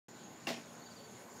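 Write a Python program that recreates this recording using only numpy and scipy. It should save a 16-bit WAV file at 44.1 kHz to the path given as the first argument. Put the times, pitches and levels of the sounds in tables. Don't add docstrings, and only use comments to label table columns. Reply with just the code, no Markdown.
import sys
import numpy as np
from scipy import signal
from scipy.io import wavfile

SR = 44100
rng = np.random.default_rng(int(sys.argv[2]) if len(sys.argv) > 2 else 0)


def ratio_of_db(decibels):
    return 10 ** (np.asarray(decibels, float) / 20)


def unload_wav(signal):
    wavfile.write(
        sys.argv[1],
        SR,
        np.round(np.clip(np.atleast_2d(signal).T, -1, 1) * 32767).astype(np.int16),
    )


N = 61739

# (time [s], level [dB])
ACORN_HITS = [
    (.4699, -32),
    (.4717, -30),
]
# (delay [s], level [dB])
WALL_RETURNS = [(.005, -18), (.0105, -15), (.021, -7.5), (.031, 0.5), (.041, -7), (.07, -13), (.105, -10.5)]


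def rms_one(x):
    return x / np.sqrt(np.mean(x ** 2) + 1e-20)


def at_hz(points, hz):
    table_hz, values = np.transpose(points)
    return np.interp(np.log(hz), np.log(table_hz), values)


def drift(rate):
    r = np.exp(-80 * np.pi * rate / SR)
    slow = signal.lfilter([1], [1, -2 * r, r * r], rng.standard_normal(N // 40 + 2002))
    slow = rms_one(slow[2000:])
    return np.interp(np.arange(N) / 40, np.arange(len(slow)), slow)


def ring(clicks, hz, t60):
    r = ratio_of_db(-60 / (t60 * SR))
    w = 2 * np.pi * hz / SR
    return signal.lfilter([0, np.sin(w)], [1, -2 * r * np.cos(w), r * r], clicks + 1e-18)


def highpass(x, hz):
    return signal.sosfilt(signal.butter(2, hz, "high", fs=SR, output="sos"), x)


def bands(spectrum):
    edges = 45 * 2 ** np.arange(0, 8.7, 1 / 3)
    centres = np.sqrt(edges[1:] * edges[:-1])
    white = rng.standard_normal((2, N + 8000))
    noise = []
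    for k in range(len(centres)):
        band_pass = signal.butter(2, edges[k:k + 2], "band", fs=SR, output="sos")
        noise.append(signal.sosfilt(band_pass, white[k % 2])[8000:])
    noise = np.array(noise) * ratio_of_db(at_hz(spectrum, centres))[:, None]
    return centres, noise / np.std(noise.sum(axis=0))


def ring_modes(push, modes):
    out = np.zeros(N)
    for k, (hz, db, t60) in enumerate(modes):
        out += (-1) ** k * ratio_of_db(db) * ring(push, hz, t60)
    return out


def acorn_shell():
    # (frequency [Hz], level [dB], t60 [s])
    shell_modes = [(2760, 0.1, .02), (2200, -15, .03), (1800, -11, .03), (4950, -12, .01),
                   (6000, -12, .012), (3900, -20, .012), (7700, -22, .01)]
    wall_crack_db, snap_db = -13, -3
    clicks = np.zeros(N)
    for s, db in ACORN_HITS:
        clicks[int(s * SR)] = ratio_of_db(db)
    last_s, last_db = ACORN_HITS[1]
    for delay, db in WALL_RETURNS:
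        clicks[int((last_s + delay) * SR)] = ratio_of_db(last_db + wall_crack_db + db)
    return ring_modes(clicks, shell_modes) + ratio_of_db(snap_db) * highpass(clicks, 4000)


def car_panel():
    # (frequency [Hz], level [dB], t60 [s])
    panel_modes = [(173, -10, 0.13), (233.3, -8.5, 0.25), (281, -2.5, 0.078), (395, -2, 0.04),
                   (538, -17, 0.034), (663, -1, 0.13), (810, 3, 0.054), (1094, -1, 0.064),
                   (1300, -25, 0.023)]
    panel_db, lag_s, soft_hz = -37, 0.00254, 1000
    start_s = ACORN_HITS[0][0] + lag_s
    push = np.zeros(N)
    push[int(start_s * SR)] = ratio_of_db(panel_db)
    for k, (delay, db) in enumerate(WALL_RETURNS):
        push[int((start_s + delay) * SR)] = ratio_of_db(panel_db + db) * (-1) ** k
    r = np.exp(-2 * np.pi * soft_hz / SR)
    push = signal.lfilter([(1 - r) ** 2], [1, -2 * r, r * r], push)
    return ring_modes(push, panel_modes)


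def echoes():
    # (frequency [Hz], level [dB per Hz])
    scatter = [(100, -14.5), (330, 1), (750, -4), (1400, -13.5), (2000, -5.5), (5200, -11), (9500, -26),
               (14000, -26)]
    # (frequency [Hz], t60 [s])
    scatter_t60 = [(150, 0.29), (700, 0.32), (2500, 0.38), (4000, 0.29), (6000, 0.4), (14000, 0.16)]
    level_db, flicker_db = -39, 1.5
    rise_s, rise_cycles, hold_s = .002, 1.3, .03
    hz, noise = bands(scatter)
    since_hit = np.maximum(np.arange(N) / SR - ACORN_HITS[0][0], 0)
    rise = 1 - np.exp(-since_hit / (rise_s + rise_cycles / hz[:, None]))
    fall_db = -60 * np.maximum(since_hit - hold_s, 0) / at_hz(scatter_t60, hz)[:, None]
    blow = (noise * rise * ratio_of_db(fall_db)).sum(axis=0)
    return ratio_of_db(level_db + flicker_db * drift(134)) * blow


def bird():
    # (time [s], length [s], pitch [Hz], end glide [Hz], level [dB])
    bird_notes = [(.818, .018, 4430, -150, -62), (.858, .026, 4650, -650, -60), (.887, .016, 4640, 10, -70),
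                  (.907, .024, 4670, -500, -60), (.961, .021, 4650, -150, -60),
                  (.981, .012, 4150, 400, -65), (.99, .026, 4540, -40, -62), (1.019, .008, 4550, 20, -68),
                  (1.031, .038, 4550, -90, -64), (1.073, .012, 4530, 10, -69)]
    out = np.zeros(N)
    for s, length, hz, glide, db in bird_notes:
        u = np.linspace(0, 1, int(length * SR))
        i = int(s * SR)
        shape = ratio_of_db(db + 2.5 - 5 * u ** 2) * np.sin(np.pi * u) ** .4
        pitch = hz + glide * u ** 3.5
        out[i:i + len(u)] += np.sqrt(2) * shape * np.sin(2 * np.pi * np.cumsum(pitch) / SR)
    return out


def leaf_ticks():
    # (time [s], level [dB])
    ticks = [
        (.329, -60),
        (.679, -57),
        (.986, -56),
        (1.216, -56),
        (1.371, -54),
    ]
    tick_s, low_hz, tick_db = .003, 5000, -9
    t = np.arange(N) / SR
    shape = np.zeros(N)
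    for s, db in ticks:
        shape += ratio_of_db(db + tick_db) * np.exp(-((t - s - tick_s) / tick_s) ** 2)
    return shape * highpass(rng.standard_normal(N), low_hz)


def one_cricket(pitch, rate, wander, throb_db):
    pulse_t60_s = 0.018
    t = np.arange(N) / SR
    stroke_count = np.floor(rate * t + wander + .15 * drift(20))
    strokes = 1. * (np.diff(stroke_count, prepend=0) > 0)
    pulses = ring(ring(strokes, pitch, pulse_t60_s), pitch, pulse_t60_s)
    return ratio_of_db(throb_db * drift(19)) * pulses


def crickets():
    # (wing pitch [Hz], spread [Hz], stroke rate [per s], level [dB], throb [dB])
    groups = [
        (6640, 120, 99, -67, 2.0),
        (7080, 160, 70, -66, 2.0),
        (4450, 300, 55, -78, 2.0),
    ]
    # (time [s], first level [dB], second level [dB])
    swell = [(.1, -69, -61), (.19, -74, -65), (.24, -57, -63.5), (.3, -63.5, -64.5), (.41, -75, -61),
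             (.44, -63, -63), (.65, -65.5, -66.5), (.85, -61.5, -66), (.9, -66.5, -64), (.97, -73, -66),
             (1.04, -70, -63.5), (1.1, -61, -63), (1.19, -64, -61), (1.28, -71, -70), (1.31, -72.5, -58.5),
             (1.39, -60, -64.5)]
    t = np.arange(N) / SR
    swell_s, *swell_levels = np.transpose(swell)
    out = np.zeros(N)
    for g, (hz, spread, rate, db, throb_db) in enumerate(groups):
        group = np.zeros(N)
        for a, b, c in rng.uniform(-1, 1, (6, 3)):
            group += one_cricket(hz + spread * a, rate * (1 + .1 * b), c, throb_db)
        swell_db = 0
        if g < 2:
            swell_db = np.interp(t, swell_s, swell_levels[g] - np.median(swell_levels[g]))
        out += ratio_of_db(db + swell_db) * rms_one(group)
    return out


def hum():
    # (multiple of the base pitch [ratio], level [dB rms])
    partials = [(1.5, -69), (2, -65), (4, -74), (5, -73), (6, -72), (7, -72), (9, -71), (13, -71)]
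    base_hz, hum_db, waver_db = 116.73, -1.85, 0.5
    t = np.arange(N) / SR
    out = np.zeros(N)
    for multiple, db in partials:
        level = np.sqrt(2) * ratio_of_db(db + hum_db + waver_db * drift(5))
        out += level * np.sin(2 * np.pi * (multiple * base_hz * t + rng.random()))
    return out


def street_air():
    # (frequency [Hz], level [dB per Hz])
    air = [(70, -22), (110, -4), (200, -2), (900, -10), (2600, -20), (7000, -23), (7800, -27.5),
           (16000, -33)]
    # (time [s], treble level [dB])
    breeze = [
        (.1, -2.5),
        (.4, -2.5),
        (.7, 2.2),
        (1.0, -0.2),
        (1.2, 3),
        (1.4, 0),
    ]
    air_db, patchy_db, leaves_hz = -55, 2, 7540
    hz, noise = bands(air)
    breeze_db = np.interp(np.arange(N) / SR, *np.transpose(breeze))
    out = np.zeros(N)
    for f, band in zip(hz, noise):
        treble_share = 1 / (1 + (leaves_hz / f) ** 4)
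        out += band * ratio_of_db(patchy_db * drift(7.9) + breeze_db * treble_share)
    return ratio_of_db(air_db) * out


def scene():
    acorn = acorn_shell() + car_panel() + echoes()
    background = bird() + leaf_ticks() + crickets() + hum() + street_air()
    mono = acorn + background
    return np.array([mono, mono])


def top_cut(x):
    return signal.sosfilt(signal.butter(12, 16460, fs=SR, output="sos"), x)


def record(dry):
    start_s, open_s, top_hz = 0.083, .001, 15850
    cut = highpass(dry, 60)
    cut = signal.sosfilt(signal.cheby2(16, 55, top_hz + 250, fs=SR, output="sos"), cut)
    opening = np.clip((np.arange(N) / SR - start_s) / open_s, 0, 1)
    return top_cut(cut * opening)


dry = scene()
out = record(dry)
unload_wav(out)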